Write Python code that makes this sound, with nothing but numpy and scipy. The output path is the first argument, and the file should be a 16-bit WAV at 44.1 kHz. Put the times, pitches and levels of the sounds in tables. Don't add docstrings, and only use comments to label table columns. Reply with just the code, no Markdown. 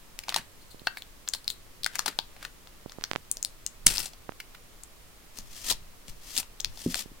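import sys
import numpy as np
from scipy import signal
from scipy.fft import rfft, irfft
from scipy.io import wavfile
from scipy.ndimage import uniform_filter1d

SR = 44100
rng = np.random.default_rng(int(sys.argv[2]) if len(sys.argv) > 2 else 0)


def transcribe(u):
    v = np.clip(np.atleast_2d(u).T, -1, 1)
    q = np.round(v * 32767).astype(np.int16)
    wavfile.write(sys.argv[1], SR, q)


N = 317520
TIME, FREQS = np.arange(N) / SR, np.fft.rfftfreq(N, 1 / SR)
TAPS = 2048
BINS = np.fft.rfftfreq(TAPS, 1 / SR)


def film_snaps(sheen_hz=14800, sheen_full_db=-26, crack_hz=600, scatter_s=0.0006733):
    # (time [s], level [dB], ring [Hz], octave [dB], flap [Hz], flap [dB], burst length [s], pan [dB])
    buckles = [ (0.1904, -32, 5688, -5.5, 2384, 1.5, 0.0000955, 5),
               (0.236, -41, 2483, -4.5, 600, -17.5, 0.00255, 2),
               (0.2834, -32.5, 3862, -30.5, 988, 11, 0.00101, -0.5),
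               (0.2927, -26, 3850, -10.5, 908.3, -4, 0.0000364, 6),
               (0.3228, -34, 2000, -3, 1101, 4, 0.00271, 1.5),
               (0.343, -22.5, 4383, -11, 1869, -2, 0.001873, 10.5),
               (0.3616, -20.5, 4182, -8, 887, -3.5, 0.001939, 0),
               (0.795, -48, 3750, -30, 640, -19, 0.001044, 3.5),
               (0.8701, -25.5, 3755, -21.5, 756.5, 2, 0.002027, 2.5),
               (0.9714, -34.5, 2153, -8, 907.2, -9, 0.00101, 1),
               (1.0219, -38.5, 3529, -15.5, 600, -9.5, 0.0000889, 4),
               (1.277, -34.5, 4154, -23.5, 1306, -3.5, 0.001344, 3),
               (1.2876, -25, 6930, -16, 2406, -18, 0.000529, 7.5),
               (1.3358, -23.5, 4379, -6.5, 1850, -10, 0.002416, 5.5),
               (1.3489, -34.5, 4190, -7, 868.8, 1, 0.000735, -1),
               (1.4437, -46, 4623, -8, 600, -21, 0.000563, 6.5),
               (1.4791, -22.5, 4371, -17, 2400, -47, 0.000121, 7),
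               (1.502, -27.5, 3808, -9, 2400, -19, 0.000576, 7.5),
               (1.8336, -32, 4269, -11, 600, -33.5, 0.001011, 3),
               (1.845, -23.5, 4400, -12, 2400, -39.5, 0.0001233, 18.5),
               (1.8624, -21.5, 4040, -4, 1800, 5.5, 0.0010507, 5.5),
               (1.955, -28, 6967, -7, 2057, 4.5, 0.001626, 9.5),
               (1.9859, -35.5, 5563, -30, 741.4, -8.5, 0.001647, 17.5),
               (1.9918, -21, 5427, -11.5, 1364, 1, 0.001339, 7.5),
               (2.0595, -23, 4229, -4.5, 1005, 2.5, 0.003473, 10),
               (2.0785, -23.5, 4201, -10, 1573, -1.5, 0.004603, 8.5),
               (2.1891, -21, 4076, -21, 1069, -11, 0.0001093, 6.5),
               (2.364, -48.5, 2000, -5.5, 710, 5, 0.002793, 3),
               (2.4265, -39.5, 3710, -14, 1368, 6, 0.00373, 5),
               (2.4497, -32, 3526, -12.5, 1530, 3.5, 0.001568, 5.5),
               (2.672, -47.5, 4067, -29.5, 1133, 0.5, 0.001203, 5),
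               (2.8963, -44.5, 4149, -25.5, 777.7, -2.5, 0.000444, 4.5),
               (2.92, -43, 5471, -30, 1490, 1.5, 0.00095, 6),
               (3.0395, -25.5, 5025, -39, 1715, -3.5, 0.0001695, 1.5),
               (3.3146, -21, 8434, -11.5, 2400, -35.5, 0.0000476, 4.5),
               (3.3705, -35, 5599, -14.5, 600, -7.5, 0.0001062, 1.5),
               (3.428, -25.5, 7094, -20.5, 2400, -25.5, 0.0000949, 5),
               (3.4489, -24, 4599, -4, 600, -41, 0.0000703, 6.5),
               (3.6643, -25.5, 6971, -35.5, 3600, -11.5, 0.0000574, 7),
               (3.864, -18.5, 8837, -19.5, 2400, -33, 0.0003876, 3.5),
               (3.8659, -10, 8726, -26.5, 2436, -18.5, 0.001751, -2),
               (3.867, -13, 5504, -18, 2700, -6, 0.001826, -1.5),
               (3.878, -22.5, 3773, -1.5, 2400, -16.5, 0.001952, 11.5),
               (3.9717, -29.5, 4475, -6.5, 1280, -15.5, 0.000089, 21),
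               (3.9814, -22.5, 5085, -25.5, 878.4, -15, 0.0001426, 11),
               (3.9938, -30.5, 7267, 2, 1658, -2.5, 0.000081, 18),
               (4.0569, -33, 4037, 1.5, 807.4, -7, 0.002682, 5.5),
               (4.134, -47, 4760, -18.5, 726, 2, 0.0016, 2),
               (4.4009, -34, 2360, -8, 1310, -10, 0.00323, 2.5),
               (4.547, -44, 3400, -29, 1700, 4.5, 0.004154, -2.5),
               (4.8352, -40, 8200, -25, 970, -7, 0.0013, 6.5),
               (5.3875, -35.5, 5740, -8.5, 1140, -9.5, 0.00025, 8.5),
               (5.699, -20, 3790, -4, 600, -30.5, 0.003439, 14.5),
               (5.71, -21.5, 4391, -15.5, 800, -10, 0.003783, 2),
               (5.724, -28.5, 4910, -22.5, 840, -7.5, 0.0011, -3),
               (6.0812, -43.5, 3440, -2.5, 600, 4, 0.0016, 5.5),
               (6.3652, -27, 3322, -2, 600, -20.5, 0.0023, 0.5),
               (6.3779, -21, 4437, -1, 2400, -17.5, 0.00034, 24),
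               (6.3982, -27, 4160, 20.5, 600, 10, 0.0044, 5),
               (6.4292, -43, 3120, -11.5, 1075, -4, .0011, 1),
               (6.6012, -34.5, 3670, -17, 700, -26.5, 0.00011, 6),
               (6.6048, -29.5, 6360, -28.5, 720, -14.5, 0.000075, 9),
               (6.6467, -22.5, 4928, -18.5, 2983, -6, 0.0001393, 8.5),
               (6.7737, -44, 4350, -27.5, 718.2, -1.5, 0.000796, 6),
               (6.944, -24, 4052, -8.5, 1820, -2, 0.0002004, 9),
               (6.9554, -33.5, 3886, -3, 600, 3.5, 0.00261, -4)]
    out, t = np.zeros((2, N)), np.arange(TAPS) / SR
    impulse, lead = t == 0, TAPS // 8
    for s, db, hz, octave_db, flap_hz, flap_db, burst_s, pan_db in buckles:
        width = hz * (0.1573 + 0.12446 * amp(flap_db))
        sheen_db = -16 - max(db - sheen_full_db, 0)
        crack_db = -25.5 + 23.5 * np.log10(burst_s / 0.001371 + 1e-3)
        power = (hump(hz, width) ** 2
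                 + (amp(octave_db) * hump(2 * hz, 2 * width)) ** 2
                 + (amp(flap_db) * hump(flap_hz, 0.27 * flap_hz)) ** 2
                 + (amp(sheen_db) * hump(sheen_hz, 1600)) ** 2
                 + amp(crack_db) ** 2 * BINS ** 4 / (BINS ** 4 + crack_hz ** 4))
        age = t / (burst_s + 1e-5)
        slips = rng.standard_normal(TAPS) * np.sqrt(age) * np.exp(-1.3 * age)
        first_slip = 0.89 * np.exp(-burst_s / 0.0007145) * impulse
        burst = slips / np.linalg.norm(slips) + first_slip
        spectrum = whitened(burst, size=30) * rfft(ring(np.sqrt(power)))
        paths = rng.standard_normal((2, TAPS)) * np.exp(-t / scatter_s)
        paths = impulse + 0.8029 * paths / np.linalg.norm(paths, axis=1, keepdims=True)
        pair = [irfft(spectrum * whitened(path, size=50)) for path in paths]
        snap = np.array([at_level(np.roll(x, lead)[:TAPS // 2], db) for x in pair])
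        add(out, s - lead / SR, placed(snap, pan_db))
    return out


def tear(jerk_s=3.868, rip_s=3.905, sag_db_per_s=48):
    # (frequency [Hz], level [dB])
    colour = [(59, -7), (100, -2.5), (219, -5.5), (442, -8), (583, -11), (1010, -10), (1130, -10.5),
              (2580, -5.5), (3250, -5), (5300, -1), (6560, -8), (7770, -2.5), (16000, -12)]
    # (frequency [Hz], half-width [Hz], lift [dB])
    blade_modes = [(2700.2, 72.5, 5), (6150, 130, 2.5), (7950, 200, 1), (9547.6, 180, 3)]
    jerk = swell(jerk_s, db=-22.5, rise_s=0.012, fall_s=0.09935)
    rip = swell(rip_s, db=-31.5, rise_s=0.07677, fall_s=0.185, hold_s=0.15)
    sag = amp(-sag_db_per_s * np.maximum(TIME - rip_s, 0))
    tearing = rasp(jerk + sag * rip, colour, per_s=1900, spread_db=4, hiss=0.6354,
                   apart=0.8, grip_db=3.5, pan_db=5.5)
    blade = 1 + sum((amp(db) - 1) * hump(hz, width) for hz, width, db in blade_modes)
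    return coloured(tearing, blade)


def cloth_pulls(drag_db=-37, tension_power=2.631):
    # (time [s], relative level [dB])
    dabs = [(5.38, -34.5), (6.09, -41.5)]
    # (start [s], release [s], relative level at release [dB])
    pulls = [(5.553, 5.713, -16), (6.277, 6.384, -17.5), (6.801, 7.01, -23)]
    # (frequency [Hz], level [dB])
    colour = [(120, -60.5), (200, -4.5), (836, -13.5), (1320, -8.5), (1560, -15.5), (1740, -5), (2420, -7),
              (2960, -2), (3760, -2.5), (5330, 0.5), (10500, -6), (13300, -8), (14900, -9), (16000, -14.5)]
    effort = swells(dabs, rise_s=0.10472, fall_s=0.1575)
    for start, release, db in pulls:
        tension = np.clip((TIME - start) / (release - start), 0, 1) ** tension_power
        pull_db = drag_db + (db - drag_db) * tension
        effort += swell(start, pull_db, rise_s=0.2947, fall_s=0.071, hold_s=release - start)
    return amp(-7.5) * rasp(effort, colour, per_s=4000, spread_db=3.5, hiss=1,
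                            apart=1, grip_db=3, pan_db=5.5)


def glue_peel():
    # (time [s], relative level [dB], rise [s], fall [s])
    peels = [(.297, -31, 0.06904, 0.09223), (.37, -25, 0.0386, 0.08917), (1.96, -40, 0.1671, 0.1953),
             (2.02, -43.5, 0.0761, 0.0838), (2.075, -34.5, 0.03353, 0.1965), (2.44, -41, 0.1667, 0.1255)]
    # (frequency [Hz], level [dB])
    colour = [(88, -71), (150, 2), (1170, -3.5), (1760, 4.5), (2400, 1.5), (2920, 2.5), (3840, -0.5),
              (6510, -4.5), (10400, -7.5), (11700, -9.5), (14500, -12), (16000, -15.5)]
    effort = sum(swell(*peel) for peel in peels)
    return amp(-3) * rasp(effort, colour, per_s=2500, spread_db=4.5, hiss=0.746,
                          apart=0.3893, grip_db=4, pan_db=-0.5)


def finger_slides():
    # (time [s], relative level [dB])
    strokes = [(.62, -54), (.715, -49), (.868, -45), (.98, -45.5), (1.352, -39.5), (1.505, -38)]
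    # (frequency [Hz], level [dB])
    colour = [(200, -40.5), (1000, -25.5), (3000, -14), (4200, 8.5), (5500, -15), (8000, -2.5),
              (16000, -10)]
    effort = swells(strokes, rise_s=0.07285, fall_s=0.1188)
    return amp(-1) * rasp(effort, colour, per_s=3500, spread_db=4.5, hiss=0.873,
                          apart=0.948, grip_db=1.5, pan_db=4)


def dispenser_clacks(rise_s=0.000679):
    # (time [s], level [dB], hardness as a corner [Hz])
    tugs = [(.3615, -33.5, 850), (.8715, -21, 4874), (2.0612, -36.5, 1000), (2.08, -38, 910),
            (2.189, -32, 723.2), (3.868, -46.5, 6010)]
    # (frequency [Hz], level [dB], t60 [s])
    shell_modes = [(600, -17, 0.007672), (887.6, -1.5, 0.009477), (1552.1, 8, 0.010552),
                   (1850, -12.5, 0.04747), (2687.1, -10, 0.04235), (3750, -26.5, 0.01127),
                   (4350, 3.5, 0.01364)]
    out, t = np.zeros((2, N)), np.arange(SR // 10) / SR
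    attack = 1 - np.exp(-t / rise_s)
    for s, db, corner_hz in tugs:
        shell = sum(amp(mode_db - 60 * t / t60) * np.sin(2 * np.pi * hz * t) / (1 + (hz / corner_hz) ** 4)
                    for hz, mode_db, t60 in shell_modes)
        add(out, s, placed(at_level(shell * attack, db), pan_db=3))
    return out


def low_thumps(rise_s=0.0020533):
    # (time [s], level [dB], ring time [factor], pitch [factor])
    bumps = [(0.394, -44, 0.1755, 0.9385), (2.08, -38.5, 0.5568, 1.8108), (3.8667, -29, 0.6405, 0.7449),
             (5.386, -47.5, 1.253, 0.949), (5.711, -37.5, 0.13, 1.5384), (6.084, -45.5, 1.14, 0.72),
             (6.8615, -18, 1.1134, 1.0862), (7.116, -46.5, 0.19, 1.114)]
    # (frequency [Hz], level [dB], t60 [s])
    low_modes = [(119.66, -8, 0.091), (160.93, -2, 0.11426), (225.88, -2.5, 0.11975), (251.75, -8, 0.11673),
                 (267.15, 14.5, 0.014), (325.88, -14.5, 0.12), (424.5, -4.5, 0.0087), (468.82, -24, 0.1755)]
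    out, t = np.zeros((2, N)), np.arange(SR // 3) / SR
    attack = 1 - np.exp(-(t / rise_s) ** 2)
    for s, db, hold, pitch in bumps:
        thump = sum(amp(mode_db - 60 * t / (t60 * hold)) * np.sin(2 * np.pi * hz * pitch * t)
                    for hz, mode_db, t60 in low_modes)
        add(out, s, placed(at_level(thump * attack, db), pan_db=0))
    return out


def camera_ticks(leak_hz=95):
    # (time [s], relative level [dB], hardness, scaled to a corner [Hz])
    touches = [(0.7455, -41.5, 571.7), (0.818, -42, 458.3), (2.8606, -32, 556), (2.9855, -33.5, 667.7),
               (3.0115, -42, 4390.0), (3.0228, -44, 3390.0), (3.1141, -23.5, 3691), (3.1339, -30.5, 4773),
               (3.1532, -37, 2603), (3.1603, -22, 2869), (4.2928, -28, 1250), (4.3213, -43, 2700),
               (7.0595, -38, 378)]
    out = np.zeros((2, N))
    for s, db, hardness in touches:
        corner_hz = 1.3637 * hardness
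        lowpass = 1 / (1 + (BINS / corner_hz) ** 2) ** 2
        leak = (BINS + 1) / np.hypot(BINS, leak_hz)
        add(out, s, placed(at_level(ring(lowpass * leak), db - 2), pan_db=-22))
    return out


def handling_rumble(holding_db=-49.5, unsteady_db=0.5):
    # (time [s], relative level [dB])
    jolts = [(3.87, -30), (5.41, -39.5), (5.73, -37), (6.11, -37), (6.66, -34), (6.92, -39.5)]
    # (frequency [Hz], level [dB])
    colour = [(10, 1.5), (25, 1.5), (50, -15.5), (110, -18.5), (300, -35.5), (900, -52), (4000, -92)]
    drift = uniform_filter1d(rng.standard_normal(N), size=5000)
    wander = unit_rms(uniform_filter1d(drift, size=3000))
    effort = amp(holding_db + unsteady_db * wander) + swells(jolts, rise_s=0.1641, fall_s=0.45)
    return amp(-4.5) * effort * stereo_noise(colour, likeness=[(20, 0.8206), (300, 0.3)])


def small_room(x, wet_db=-15, onset_s=0.001):
    # (frequency [Hz], t60 [s])
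    decay = [(200, 0.0002), (1500, 0.321), (4500, 0.203), (9000, 0.1868), (16000, 0.1133)]
    # (delay [s], level [dB])
    echoes = [(.0012, -17), (.0068, -31.5), (.0089, -18), (0.0098, -21.5), (0.0141, -24.5)]
    hz, t, spectra = signal.stft(rng.standard_normal((2, SR // 2)), SR, nperseg=256)
    tail = signal.istft(spectra * amp(-60 * t / curve(decay, hz)[:, None]), SR, nperseg=256)[1]
    tail *= np.clip(np.arange(tail.shape[1]) / SR / onset_s, 0, 1) ** 2
    tail *= amp(wet_db) / np.linalg.norm(tail[0])
    for delay, db in echoes:
        for side in range(2):
            tail[side, round(delay * SR) + rng.integers(0, 12)] += amp(db)
    return x + signal.fftconvolve(x, tail, axes=1)[:, :N]


def microphone_lag(x, lag_s=0.000016):
    return irfft(rfft(x) * np.exp(-2j * np.pi * FREQS * np.array([[lag_s], [0]])), N)


def room_tone(db=-54):
    # (frequency [Hz], level [dB])
    colour = [(24, -43), (40, -2), (180, -8.5), (305, -10.5), (345, -11), (585, -12.5), (790, -15.5),
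              (1120, -14), (1370, -15.5), (1520, -17.5), (1760, -16.5), (4570, -19.5), (16000, -24)]
    # (frequency [Hz], correlation [0-1])
    likeness = [(60, 0.6859), (180, 0.12), (550, 0.3113), (1650, 0.0771), (4970, 0.017), (15000, 0.11)]
    return placed(amp(db) * stereo_noise(colour, likeness), pan_db=-1)


def rasp(effort, colour, per_s, spread_db, hiss, apart, grip_db, pan_db):
    sizes = amp(spread_db * np.minimum(rng.exponential(1, N), 4)) * rng.choice([-1, 1], N)
    clicks = unit_rms(sizes * (rng.random(N) < per_s / SR))
    common = unit_rms(clicks + hiss * rng.standard_normal(N))
    pair = (common + apart * rng.standard_normal((2, N))) / np.sqrt(1 + apart ** 2)
    flutter = unit_rms(uniform_filter1d(rng.standard_normal(N), size=220))
    grip = unit_rms(amp(grip_db * flutter))
    return placed(coloured(pair * grip * effort, amp(curve(colour, BINS))), pan_db)


def stereo_noise(colour, likeness):
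    left, other = rfft(rng.standard_normal((2, N)))
    same = curve(likeness, FREQS)
    right = same * left + np.sqrt(1 - same ** 2) * other
    return unit_rms(irfft(np.array([left, right]) * amp(curve(colour, FREQS)), N))


def swell(s, db, rise_s, fall_s, hold_s=0):
    t = TIME - s
    return amp(db - 60 * np.clip(np.maximum(-t / rise_s, (t - hold_s) / fall_s), 0, 3))


def swells(rows, rise_s, fall_s):
    return sum(swell(s, db, rise_s, fall_s) for s, db in rows)


def hump(hz, width):
    return 1 / np.sqrt(1 + ((BINS - hz) / width) ** 4)


def ring(gain):
    log_gain = np.log(np.maximum(gain / gain.max(), 1e-5))
    mirrored = np.concatenate([log_gain, log_gain[-2:0:-1]])
    return np.fft.ifft(np.exp(np.conj(signal.hilbert(mirrored)))).real


def coloured(x, gain):
    body = ring(gain)
    return signal.oaconvolve(x, body[None] / np.linalg.norm(body), axes=1)[:, :N]


def whitened(x, size):
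    spectrum = rfft(x, TAPS)
    return spectrum / np.sqrt(uniform_filter1d(abs(spectrum) ** 2, size) + 1e-12)


def curve(points, hz):
    f, value = np.transpose(points)
    return np.interp(np.log(hz + 1), np.log(f + 1), value)


def amp(db):
    return 10 ** (np.asarray(db) / 20)


def unit_rms(x):
    return x / np.sqrt(np.mean(x ** 2) + 1e-20)


def at_level(x, db):
    return amp(db) * x / np.sqrt(np.sum(x ** 2) / (0.005 * SR) + 1e-20)


def placed(x, pan_db):
    return unit_rms(amp([[pan_db / 2], [-pan_db / 2]])) * x


def add(mix, s, sound):
    part = mix[:, max(round(s * SR), 0):][:, :sound.shape[1]]
    part += sound[:, :part.shape[1]]


def scene():
    tape = glue_peel() + tear() + cloth_pulls() + finger_slides() + film_snaps()
    airborne = microphone_lag(small_room(tape + dispenser_clacks()))
    return airborne + low_thumps() + camera_ticks() + handling_rumble() + room_tone()


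def record(dry, cutoff_hz=16100):
    lowpass = signal.firwin(255, cutoff_hz, window=("kaiser", 9), fs=SR)
    return signal.oaconvolve(np.clip(dry, -1, 1), lowpass[None], "same")


dry = scene()
out = record(dry)
transcribe(out)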